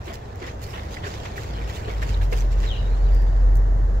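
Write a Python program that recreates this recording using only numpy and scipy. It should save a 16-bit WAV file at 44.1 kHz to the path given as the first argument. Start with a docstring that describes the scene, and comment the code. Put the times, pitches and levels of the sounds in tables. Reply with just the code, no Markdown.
"""Dye squeezed from a bottle onto cloth, outdoors, near the microphones and a little to the right:
soft crunching rustles, about three a second, like quick steps in dry grass. Each is a dull thud under
a crackle of tiny snaps, some with a hollow knock or a sharp crack, and brushing fills the gaps.
A plastic glove ticks a few times. A thin chirp falls in pitch and a faint whistle lingers.
Far off, an engine swells into a deep, steady drone over the wide outdoor background."""
import sys
import numpy as np
from scipy import signal
from scipy.fft import rfft, irfft
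from scipy.io import wavfile
from scipy.ndimage import uniform_filter1d

SR = 44100
rng = np.random.default_rng(int(sys.argv[2]) if len(sys.argv) > 2 else 0)


def master_out(mix):
    """Clip the mix to full scale and print it as 16-bit PCM to the path in sys.argv[1]."""
    frames = np.transpose(np.atleast_2d(mix))
    ceiling = np.clip(frames, -1, 1)
    pcm = np.round(ceiling * 32767).astype(np.int16)
    wavfile.write(sys.argv[1], SR, pcm)


N = 176400
TIME = np.arange(N) / SR


def from_db(db):
    """Decibels to gain."""
    return 10 ** (np.asarray(db) / 20)


def unit_power(x):
    """Scale to a mean square of one."""
    return x / np.sqrt(np.mean(x ** 2) + 1e-20)


def in_time(rows):
    """Each column of a table over time, read at every sample."""
    times, *columns = np.transpose(rows)
    return [np.interp(TIME, times, column) for column in columns]


def per_bin(points):
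    """A table over log frequency, read at every spectral bin."""
    hz, value = np.transpose(points)
    bin_hz = np.arange(N // 2 + 1) * SR / N
    return np.interp(np.log(bin_hz + 1), np.log(hz), value)


def colour(x, spectrum):
    """Filter x by a spectrum and scale it to unit power."""
    return unit_power(irfft(rfft(x) * from_db(per_bin(spectrum)), N))


def noise():
    """Two unrelated white noises."""
    return rng.standard_normal((2, N))


def drift(rate_hz):
    """Smooth random wandering with a spread of one."""
    pole = np.exp(-2 * np.pi * rate_hz / SR)
    wander = signal.lfilter([1], [1, -2 * pole, pole * pole], rng.standard_normal(N + SR))
    return unit_power(wander[SR:])


def swell(peak, rise, decay):
    """A rounded rise to a peak, then an exponential decay; all in seconds."""
    age = TIME - peak
    return np.exp(-(np.minimum(age, 0) / rise) ** 2 / 2 - np.maximum(age, 0) / decay)


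def envelope(rows):
    """Power sum of swells, each given as peak time, level in dB, rise and decay."""
    return np.sqrt(sum((from_db(db) * swell(s, rise, decay)) ** 2 for s, db, rise, decay in rows))


def pan(left_db):
    """Constant-power gains for the microphone pair; negative leans right."""
    return unit_power(from_db([[left_db / 2], [-left_db / 2]]))


def stereo(pair, likeness):
    """Mix two unrelated signals into left and right with a correlation of -1 to 1."""
    mid, side = rfft(pair)
    return irfft(np.sqrt(1 + likeness) * mid + np.sqrt(1 - likeness) * side * [[1], [-1]], N)


# Near sounds across the pair. Each row: frequency in Hz, left-right correlation.
NEAR_CORRELATION = [(250, 1), (2300, 0.53), (5000, 0), (12000, 0)]

def from_right(pair, lag_s=.00044):
    """A source on the right reaches the left microphone later; its treble is diffuse."""
    left, right = stereo(pair, per_bin(NEAR_CORRELATION))
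    return np.array([np.interp(TIME - lag_s, TIME, left), right])


# Open air all around the microphones. Each row: frequency in Hz, relative level in dB.
AIR_SPECTRUM = [(150, 0), (270, -6.5), (390, -5), (475, -4), (590, -6), (750, -4.5), (1300, -17),
                (1900, -18.5), (2400, -38), (7200, -35.5), (8700, -54), (12000, -49)]
# Its slight rise. Each row: time in seconds, level in dB.
AIR_LEVEL = [(.4, -40), (1.2, -37), (4, -37)]
# Its width. Each row: frequency in Hz, left-right correlation.
AIR_CORRELATION = [(220, 0.9), (430, 0.75), (750, -0.62), (1900, 0.2)]

def air(low_cut_hz=124):
    """The outdoor background, a wide, dull wash of noise."""
    wash = colour(stereo(noise(), per_bin(AIR_CORRELATION)), AIR_SPECTRUM)
    wash = signal.sosfilt(signal.butter(2, low_cut_hz, "high", fs=SR, output="sos"), wash)
    return from_db(in_time(AIR_LEVEL)[0]) * unit_power(wash) * pan(-1.05)


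# An engine far off, centred. Each row: time in seconds, firing rate in Hz.
FIRING_RATE = [(1.85, 53), (2.05, 51), (2.22, 45)]
# Its drone swelling. Each row: time in seconds, level in dB.
DRONE_LEVEL = [(1.28, -54), (1.5, -30), (1.66, -27.5), (1.76, -41), (1.95, -23.5), (2.07, -24.5),
               (2.25, -18.5), (2.6, -18), (2.76, -23.5), (2.93, -18.5), (3.42, -14.5), (4, -18)]
# Its exhaust, all bass at this distance. Each row: frequency in Hz, relative level in dB.
EXHAUST_SPECTRUM = [(20, -6.5), (38, -9.5), (58, 5), (72, 2.5), (108, 2), (145, -9), (400, -68)]
# The rumble growing. Each row: time in seconds, level in dB.
EXHAUST_LEVEL = [(0, -37), (1.75, -32.5), (2.1, -29), (4, -29)]

def engine(waver_db=1.3):
    """The wavering firing tone of a distant engine and its low exhaust rumble."""
    phase = 2 * np.pi * np.cumsum(in_time(FIRING_RATE)[0]) / SR
    gain = from_db(in_time(DRONE_LEVEL)[0] + waver_db * drift(9))
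    drone = gain * np.sqrt(2) * np.sin(phase + np.array([[.12], [-.12]]))
    rumble = colour(stereo(noise(), likeness=0.98), EXHAUST_SPECTRUM)
    return drone + from_db(in_time(EXHAUST_LEVEL)[0]) * rumble


def glide(rows, width_hz, purity):
    """A gliding tone, partly pure and partly narrow noise."""
    hz, db = in_time(rows)
    phase = 2 * np.pi * np.cumsum(hz) / SR
    gate = uniform_filter1d(1. * (TIME > rows[0][0]) * (TIME < rows[-1][0]), size=400)
    sine, cosine = np.sin(phase), np.cos(phase)
    airy = np.array([drift(width_hz) * sine + drift(width_hz) * cosine for _ in range(2)])
    return gate * from_db(db) * (np.sqrt(2 * purity) * sine + np.sqrt(1 - purity) * airy)


# A chirp just left of centre. Each row: time in seconds, pitch in Hz, level in dB.
CHIRP_PATH = [(2.66, 4140, -47), (2.682, 3930, -41.5), (2.708, 3280, -34.5), (2.73, 2950, -40),
              (2.762, 2750, -48), (2.797, 3000, -46.5), (2.825, 2830, -54)]

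def chirp(echo_db=-7.5, echo_span_s=0.07, echo_count=12):
    """A thin falling chirp, with scattered echoes at each microphone."""
    call = glide(CHIRP_PATH, width_hz=160, purity=0.22)
    lags = (rng.uniform(.1, 1, (2, echo_count)) * echo_span_s * SR).astype(int)
    echoes = np.array([sum(np.roll(side, lag) for lag in row) for side, row in zip(call, lags)])
    return (call + from_db(echo_db) * echoes / np.sqrt(echo_count)) * pan(2)


# A faint, diffuse whistle. Each row: time in seconds, pitch in Hz, level in dB.
WHISTLE_PATH = [(2.72, 3970, -51), (2.87, 3780, -52.5), (2.96, 4320, -62.5), (3.17, 4810, -57.5),
                (3.42, 4650, -66)]
# A lower resonance with it. Each row: time in seconds, pitch in Hz, level in dB.
UNDERTONE_PATH = [(2.95, 1840, -65), (3.25, 1900, -55), (3.55, 1780, -63)]

def whistle(flutter_db=2.6):
    """Two airy bands of noise flutter together and linger after the chirp."""
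    bands = sum(glide(path, width_hz=180, purity=0) for path in (WHISTLE_PATH, UNDERTONE_PATH))
    return from_db(flutter_db * drift(15)) * bands


# The glove, well to the right. Each row: peak time in seconds, level in dB.
GLOVE_TICKS = [(0.14, -34), (0.358, -45), (.638, -40), (0.677, -49), (2.301, -46), (3.148, -38.5),
               (3.22, -45), (3.556, -36), (3.571, -39.5)]
# Its bright plastic sound. Each row: frequency in Hz, relative level in dB.
GLOVE_SPECTRUM = [(2500, -14), (6000, 8), (9000, -3), (14000, 5)]

def glove(tick_decay_s=0.00093, tail_decay_s=0.016, tail_db=-13.5):
    """Thin plastic snaps in short bright ticks, each with a soft tail."""
    tick = envelope([(s, db, .0003, tick_decay_s) for s, db in GLOVE_TICKS])
    tail = envelope([(s, db + tail_db, .002, tail_decay_s) for s, db in GLOVE_TICKS])
    return np.hypot(tick, tail) * colour(noise(), GLOVE_SPECTRUM) * pan(-8)


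def crackle(grains_per_s=2600, spread_db=3.8, hiss_share=.3):
    """Dense tiny snaps of uneven size over a smooth hiss."""
    sizes = from_db(spread_db * np.minimum(rng.exponential(1, N), 4))
    grains = unit_power(noise() * sizes * (rng.random(N) < grains_per_s / SR))
    return np.sqrt(1 - hiss_share) * grains + np.sqrt(hiss_share) * noise()


def patchy(x, depth_db=3.6, patch_hz=350, patch_s=.025):
    """Brief chance resonances, as when bending stalks each favour their own pitches."""
    hz, times, cells = signal.stft(x, SR, nperseg=256)
    patches = rng.standard_normal(cells.shape[1:])
    patches = uniform_filter1d(patches, int(patch_hz / hz[1]), axis=0)
    patches = uniform_filter1d(patches, int(patch_s / times[1]), axis=1)
    return signal.istft(cells * from_db(depth_db * unit_power(patches)), SR)[1][:, :N]


# Faint rustling near the microphones. Each row: time in seconds, level in dB.
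RUSTLE_LEVEL = [(.27, -53), (.56, -56), (.8, -47), (2.15, -45), (2.28, -53.5), (2.9, -49.5), (3.25, -53),
                (3.6, -60.5)]
# Its colour. Each row: frequency in Hz, relative level in dB.
RUSTLE_SPECTRUM = [(600, -19), (1150, 3), (2400, 0.5), (3300, -1), (7200, -10.5), (8600, -20.5)]
CRUNCH_PAN_DB, THUD_PAN_DB = -1.5, -0.5

def rustle():
    """A continuous bed of crackle, softened with extra hiss."""
    grains = patchy(from_right(crackle() + .5 * noise()))
    return from_db(in_time(RUSTLE_LEVEL)[0]) * colour(grains, RUSTLE_SPECTRUM) * pan(CRUNCH_PAN_DB)


# Brushing close by on the right, between the crunches.
# Each row: peak time in seconds, body level in dB, decay in seconds, sizzle level in dB.
SWISH_STROKES = [(.086, -52.5, 0.046, -53.5), (0.146, -44.5, 0.017, -53), (.437, -47, 0.048, -62),
                 (.484, -43.5, 0.031, -56), (0.637, -47, 0.022, -44), (.73, -50, 0.071, -51.5),
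                 (0.935, -45, 0.033, -51.5), (1.075, -44.5, 0.029, -50), (1.135, -43, 0.08, -58),
                 (1.255, -48, 0.027, -58), (1.376, -45.5, 0.016, -47), (1.43, -46.5, 0.048, -51.5),
                 (1.70, -46.5, 0.03, -52), (1.762, -41.5, 0.028, -47), (1.915, -57, 0.028, -51),
                 (2.032, -43.5, 0.019, -46), (2.099, -41, 0.032, -53), (2.234, -49.5, 0.02, -47),
                 (2.337, -42.5, 0.022, -46), (2.39, -42, 0.035, -45), (2.526, -46.5, 0.02, -53.5),
                 (2.645, -45.5, 0.071, -55)]
# The body of a stroke. Each row: frequency in Hz, relative level in dB.
SWISH_SPECTRUM = [(900, -14), (2200, 3), (4300, -1), (7300, -2.5), (8600, -21), (16000, -30)]
# The sizzle on top. Each row: frequency in Hz, relative level in dB.
SIZZLE_SPECTRUM = [(5000, -8.5), (9000, -15.5), (13000, -11.5)]

def swishes(rise_share=0.64):
    """Grainy strokes with a finer sizzle, like grass blades brushing past."""
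    grains = patchy(from_right(crackle()))
    body = envelope([(s, db, rise_share * decay, decay) for s, db, decay, _ in SWISH_STROKES])
    sizzle = envelope([(s, db, rise_share * decay, decay) for s, _, decay, db in SWISH_STROKES])
    return (body * colour(grains, SWISH_SPECTRUM) * pan(-5)
            + sizzle * colour(grains, SIZZLE_SPECTRUM) * pan(-3))


def rings(rows, rise_s, decay_s, waver_hz):
    """Dying tones of unsteady pitch, heard from the right."""
    waver = np.array([drift(waver_hz), drift(waver_hz) + np.pi / 2])
    tones = sum(from_db(db) * swell(s, rise_s, decay_s) * np.sin(2 * np.pi * hz * (TIME - s) + waver)
                for s, hz, db in rows)
    return from_right(tones)


# Sharp cracks in the near rustling. Each row: peak time in seconds, pitch in Hz, level in dB.
SHARP_CRACKS = [(0.482, 1840, -34), (0.969, 1980, -31.5), (1.068, 1610, -30), (1.379, 1690, -28.5),
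                (1.615, 2320, -39), (1.901, 2220, -35.5), (2.026, 1864, -27.5), (2.142, 3860, -36),
                (2.326, 2120, -28.5)]

def cracks():
    """Each short burst of cracking rings one broad resonance."""
    return rings(SHARP_CRACKS, rise_s=0.00039, decay_s=0.0077, waver_hz=259) * pan(CRUNCH_PAN_DB)


# Knocks under the heavier crunches. Each row: peak time in seconds, pitch in Hz, level in dB.
HOLLOW_KNOCKS = [(0.078, 388, -35), (0.108, 675, -34.5), (0.424, 371, -32), (1.068, 400, -35.5),
                 (1.379, 402, -37), (1.884, 437, -29.5), (2.329, 445, -25.5)]

def knocks(overtone_ratio=1.62, overtone_db=-10.5):
    """Each knock rings a low hollow resonance and a weaker overtone."""
    overtones = [(s, hz * overtone_ratio, db + overtone_db) for s, hz, db in HOLLOW_KNOCKS]
    ringing = rings(HOLLOW_KNOCKS + overtones, rise_s=0.0049, decay_s=0.015, waver_hz=60.4)
    return ringing * pan(THUD_PAN_DB)


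# Dye going onto the cloth, close by and a little to the right.
# Each row: peak time in seconds, level in dB, decay in seconds.
DYE_CRUNCHES = [(0.083, -37.5, 0.049), (0.425, -39, 0.055), (0.478, -37, 0.011), (0.74, -36.5, 0.051),
                (.795, -40, 0.011), (1.042, -37, 0.052), (1.259, -35, 0.018), (1.58, -40.5, 0.037),
                (1.70, -38, 0.014), (1.886, -37.5, 0.039), (2.028, -37, 0.025), (2.219, -39, 0.02),
                (2.333, -34.5, 0.026), (2.641, -35, 0.022)]
# The dull low part. Each row: frequency in Hz, relative level in dB.
THUD_SPECTRUM = [(260, 2), (430, 11.5), (720, 5), (1100, 9.5), (3000, -62)]
# The dry upper part. Each row: frequency in Hz, relative level in dB.
CRUNCH_SPECTRUM = [(700, -21), (1400, -6.5), (1800, -4), (2400, -10), (3500, -13.5), (7200, -41)]

def dye_crunches(rise_s=.006, thud_db=-1):
    """A dull thud and a crackle swell and die together, like a step on dry stalks."""
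    thud = from_db(thud_db) * colour(from_right(noise()), THUD_SPECTRUM)
    crunch = colour(patchy(from_right(crackle())), CRUNCH_SPECTRUM)
    bursts = envelope([(s, db, rise_s, decay) for s, db, decay in DYE_CRUNCHES])
    return bursts * (thud * pan(THUD_PAN_DB) + crunch * pan(CRUNCH_PAN_DB))


def scene():
    """The dyeing up close and the outdoors around it, as they reach the microphone pair."""
    dyeing = dye_crunches() + knocks() + cracks() + swishes() + rustle() + glove()
    return dyeing + chirp() + whistle() + engine() + air()


def record(dry):
    """The ends fade over a few milliseconds and the top is cut steeply."""
    fade_s, cutoff_hz = .006, 15600
    fade = np.clip(np.minimum(TIME, TIME[::-1]) / fade_s, 0, 1)
    return signal.sosfilt(signal.ellip(10, .1, 80, cutoff_hz, fs=SR, output="sos"), dry * fade)


dry = scene()
out = record(dry)
master_out(out)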